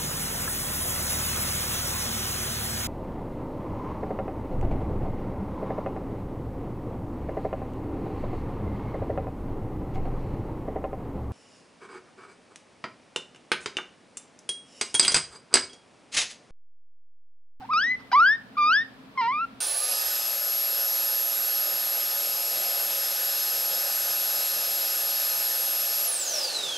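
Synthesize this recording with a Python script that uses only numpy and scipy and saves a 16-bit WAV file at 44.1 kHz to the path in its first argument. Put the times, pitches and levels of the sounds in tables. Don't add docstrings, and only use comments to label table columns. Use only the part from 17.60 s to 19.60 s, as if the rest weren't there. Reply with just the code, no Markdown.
import sys
import numpy as np
from scipy import signal
from scipy.fft import rfft, irfft
from scipy.io import wavfile

SR = 44100
rng = np.random.default_rng(int(sys.argv[2]) if len(sys.argv) > 2 else 0)


def master_out(mix):
    frames = np.transpose(np.atleast_2d(mix))
    ceiling = np.clip(frames, -1, 1)
    pcm = np.round(ceiling * 32767).astype(np.int16)
    wavfile.write(sys.argv[1], SR, pcm)


N = 88376
TIME = np.arange(N) / SR
BINS = np.maximum(np.arange(N + 1) * SR / (2 * N), 1)


def from_db(db):
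    return 10 ** (np.asarray(db) / 20)


def rms_one(x):
    return x / np.sqrt(np.mean(x ** 2) + 1e-20)


def at_hz(points, hz, axis=1):
    points = np.array(points)
    return np.interp(np.log(hz), np.log(points[:, 0]), points[:, axis])


def filtered(x, response):
    return irfft(rfft(x, 2 * N) * response)[..., :N]


def noise(spectrum):
    return rms_one(filtered(rng.standard_normal(N), from_db(at_hz(spectrum, BINS))))


def drift(hz):
    return rms_one(filtered(rng.standard_normal(N), 1 / (1 + (BINS / hz) ** 2)))


def gate(start, end, attack, release):
    nearness = np.minimum((TIME - start) / attack, (end - TIME) / release)
    return np.sin(np.pi / 2 * np.clip(nearness + 1, 0, 1)) ** 2


# frequency in Hz, gain in dB.
THROAT_LOW = [(1000, -1.5), (1500, 5.5)]
THROAT_HIGH = [(1800, -13.5), (2100, 3), (2400, -10), (2750, -6), (3100, -9), (3600, -14.5), (4100, -10),
               (4500, -12.5), (4950, -6), (5450, -13), (5950, -20.5), (6700, -38), (7400, -38), (7900, -50),
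               (8500, -40.5), (9500, -52), (11000, -80)]
# frequency in Hz, relative level in dB per Hz.
BREATH = [(300, -33), (700, -13.5), (1100, 5.5), (2300, -9), (3500, -14), (5100, -11), (6200, -24),
          (7200, -39), (10000, -39), (16000, -60.5)]
# start in s, end in s, strength of the half-tones in dB.
HOARSE = [(1.618, 1.668, -1)]
# frequency in Hz, level in dB relative to the fundamental.
HALF_TONES = [(450, -27), (1380, -13.5), (2300, -15.5), (3200, -26.5), (4100, -23), (5000, -29),
              (5950, -41), (6800, -59.5)]
HOARSE_EDGE_S, HOARSE_JITTER = 0.01, 0.0049
JITTER_HZ, WAVER, WAVER_HZ = 260, .003, 35.5
OVERTONE_FLUTTER_DB, FLUTTER_HZ = 1, 38


def voice(rows, attack, release, jitter, breath_db, count=8):
    seconds, *columns = np.transpose(rows)
    envelope = gate(seconds[0], seconds[-1], attack, release)
    on = envelope > 0
    pitch, level_db, overtone_db, slope_db = (np.interp(TIME[on], seconds, c) for c in columns)
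    hoarse = sum(from_db(db) * gate(start, end, HOARSE_EDGE_S, HOARSE_EDGE_S)[on]
                 for start, end, db in HOARSE)

    unsteady = (jitter + HOARSE_JITTER * hoarse) * drift(JITTER_HZ)[on]
    unsteady += WAVER * drift(WAVER_HZ)[on]
    phase = 2 * np.pi * np.cumsum(pitch * (1 + unsteady)) / SR

    breath = from_db(breath_db) * noise(BREATH)[on] * (1 + np.cos(phase))
    tone = np.cos(phase) + breath
    throat = list(THROAT_LOW) + list(THROAT_HIGH)
    for k in range(1, count):
        whole, half = k + 1, k - .5
        strength = from_db(overtone_db + OVERTONE_FLUTTER_DB * drift(FLUTTER_HZ)[on])
        colour = from_db(at_hz(throat, whole * pitch) + slope_db * np.log2(whole / 2))
        tone += strength * colour * np.cos(whole * phase)
        tone += hoarse * from_db(at_hz(HALF_TONES, half * pitch)) * np.cos(half * phase)

    out = np.zeros(N)
    out[on] = tone * from_db(level_db) * envelope[on]
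    return out


# time in seconds, pitch in Hz,
# level of the fundamental in dB, overtones relative to it in dB before the throat,
# their slope in dB per octave above the second harmonic.
SQUEAL_1 = [(0.093, 996, -31, -32.5, -2), (0.1, 1008, -25.5, -35, 6), (0.111, 1218, -23, -14.5, -12),
            (0.13, 1318, -19.5, -11.5, -7.5), (0.137, 1185, -18.0, -6, -5), (0.157, 1232, -18, -4.0, -8),
            (0.18, 1340, -16.5, -9.5, 2), (0.205, 1508, -22.0, 0.5, -7), (0.23, 1677.0, -21.0, -1.5, -8),
            (0.245, 1813, -19.5, -7.5, -1.5), (0.28, 1946, -23, -9.5, 4), (0.315, 2034, -20, -14.5, -3.5),
            (0.35, 2019, -28, -15.5, -1.5)]
SQUEAL_2 = [(.532, 981.6, -15, -10.5, -2), (0.546, 999, -12, -14.5, -5), (0.566, 1147, -12.5, -13.5, -8.5),
            (.587, 1178, -11, -17.5, -5.5), (.603, 1276, -11.5, -16, 0.5), (0.622, 1377, -11.5, -28.5, 5.5),
            (0.636, 1421, -13, -22, 4), (0.664, 1562, -13.5, -4.5, -13), (.7, 1714, -14.5, -17.5, 5.5),
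            (0.732, 1786, -18.5, -8, -6.5), (0.754, 1848, -26.5, -4.5, -26)]
SQUEAL_3 = [(0.972, 1169, -25.0, -9, -11.5), (0.984, 1214, -18, -5, -17.5), (1.025, 1181, -17.0, -5.0, -8),
            (1.07, 1215, -17.0, -1.5, -11), (1.1, 1277, -15.5, -5, -9), (1.118, 1387, -15.5, -7, -7.5),
            (1.137, 1557, -16.5, 0.5, -7), (1.16, 1668, -15.5, -5.5, -6), (1.196, 1790, -20.0, -1.0, -10.5),
            (1.226, 1857, -27, -4, -24)]
SQUEAL_4 = [(1.578, 1063, -23, -9, -7.5), (1.606, 1011, -20, -8, -7), (1.618, 932, -21.5, -6, -9),
            (1.644, 908.2, -22.5, -4, -12.5), (1.671, 932, -21.5, -9, -10.5),
            (1.687, 992.6, -19, -10.5, -9.5), (1.707, 1027, -23, -11, -8.5), (1.741, 1185, -24.5, 0, -22),
            (1.774, 1213, -24.5, 0, -23), (1.815, 1345, -23, -8.5, -22), (1.845, 1371, -24.5, -13.5, -17.5)]
WHIMPER = [(.007, 871, -43.5, -22.5, -12), (.027, 740, -37, -20, -14), (.042, 783, -40, -17, -8.5),
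           (.052, 970, -38.5, -11, -10.5), (.059, 830, -44, -3.5, -10)]
CROAK = [(0.5183, 753, -33.5, 5, -3), (0.521, 808, -28, -2, -1), (0.527, 804, -29, -2.5, 2)]
PEEP = [(.956, 1413, -44, -23.5, -4.5), (0.966, 1387, -53.5, -24, -9.5)]
FAINT_GLIDE = [(1.554, 1126, -49, -17.5, -6), (1.572, 1045, -40.5, -25, -12)]
# time of the peak in seconds, level in dB, decay constant in seconds.
CRACKS = [(.134, -36, 0.0046), (0.5196, -32, 0.0016), (0.531, -29.5, .002), (.617, -40, 0.0046),
          (0.98, -34.5, 0.0031), (1.578, -40, 0.0016), (1.612, -38, 0.0073)]
ATTACK_S, RELEASE_S, ROUGH_EDGE_S = .005, 0.014, .003
JITTER, ROUGH_JITTER = 0.0016, 0.019
BREATH_DB, ROUGH_BREATH_DB = -39, -20.5
CRACK_RISE_S = 0.00095


def guinea_pig():
    squeals = sum(voice(rows, ATTACK_S, RELEASE_S, JITTER, BREATH_DB)
                  for rows in (SQUEAL_1, SQUEAL_2, SQUEAL_3, SQUEAL_4))
    rough = sum(voice(rows, ROUGH_EDGE_S, ROUGH_EDGE_S, ROUGH_JITTER, ROUGH_BREATH_DB)
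                for rows in (WHIMPER, CROAK, PEEP, FAINT_GLIDE))
    cracks = 0
    for peak, db, decay in CRACKS:
        fall = np.maximum((peak - TIME) / CRACK_RISE_S, (TIME - peak) / decay)
        cracks = cracks + from_db(db) * np.exp(-fall)
    return squeals + rough + cracks * noise(BREATH)


# time of the peak in seconds, level in dB, width in seconds.
RUSTLES = [(0.404, -50.5, 0.017)]


def rustle():
    swell = sum(from_db(db) * np.exp(-((TIME - peak) / width) ** 2) for peak, db, width in RUSTLES)
    return noise(BREATH) * swell


# frequency in Hz, left leads by radians, left minus right in dB.
PORTS = [(100, 0.13, -4), (926, .4, -2), (1200, 0.75, 0), (1800, 0.63, 3.5), (2620, 0.48, 0.2),
         (4000, 1.2, 0), (5030, 1.58, 5), (7000, 1.1, 1), (16000, 0.059, 0)]


def ports(x):
    half = from_db(at_hz(PORTS, BINS, axis=2) / 2) * np.exp(.5j * at_hz(PORTS, BINS, axis=1))
    return filtered(x, np.array([half, 1 / half]))


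# frequency in Hz, gain in dB added to ROOM_DB.
ROOM_COLOUR = [(300, -5), (1000, -2.5), (2000, 4), (3500, 5), (5300, 5), (8000, -2.5)]
ROOM_DB, ROOM_ONSET_S, ROOM_T60_S = -19, .004, .5
EARLY_DB, EARLY_T60_S = 6.5, 0.22


def bedroom(x):
    decay = from_db(-60 * TIME / ROOM_T60_S) + from_db(EARLY_DB - 60 * TIME / EARLY_T60_S)
    tail = rng.standard_normal((2, N)) * decay * (TIME > ROOM_ONSET_S)
    tail /= np.sqrt(np.sum(tail ** 2, axis=1, keepdims=True))
    return filtered(x, rfft(tail, 2 * N) * from_db(ROOM_DB + at_hz(ROOM_COLOUR, BINS)))


# frequency in Hz, relative level in dB per Hz.
FLOOR = [(25, -30.5), (45, -13.5), (80, -15.5), (120, -10), (160, -8.5), (235, -1.5), (275, -3),
         (320, -14.5), (500, -12.5), (1000, -14), (2000, -19.5), (4000, -25), (5200, -30.5), (6500, -38.5),
         (9000, -39), (16000, -44)]
# frequency in Hz, left-right likeness (correlation).
FLOOR_LIKENESS = [(50, 0.37), (250, 0.84), (1000, 0), (4000, 0), (8000, 0)]
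# frequency in Hz, rms level in dB before the waver.
HUM = [(120, -62.5), (265.5, -57.5), (441, -68)]
FLOOR_DB = -50.5
HUM_WAVER, HUM_WAVER_HZ = 0.24, 3.7


def background():
    alike = np.clip(at_hz(FLOOR_LIKENESS, BINS), -1, 1)
    mid = filtered(noise(FLOOR), np.sqrt((1 + alike) / 2))
    side = filtered(noise(FLOOR), np.sqrt((1 - alike) / 2))
    hum = 0
    for hz, db in HUM:
        sine = np.sqrt(2) * np.sin(2 * np.pi * (hz * TIME + rng.random()))
        hum = hum + from_db(db) * sine * (1 + HUM_WAVER * drift(HUM_WAVER_HZ))
    return from_db(FLOOR_DB) * np.array([mid + side, mid - side]) + hum


def scene():
    near = guinea_pig() + rustle()
    return ports(near) + bedroom(near) + background()


CUTOFF_HZ = 15750


def record(dry):
    lowpass = signal.ellip(12, .1, 80, CUTOFF_HZ, fs=SR, output="sos")
    return signal.sosfilt(lowpass, dry)


dry = scene()
out = record(dry)
master_out(out)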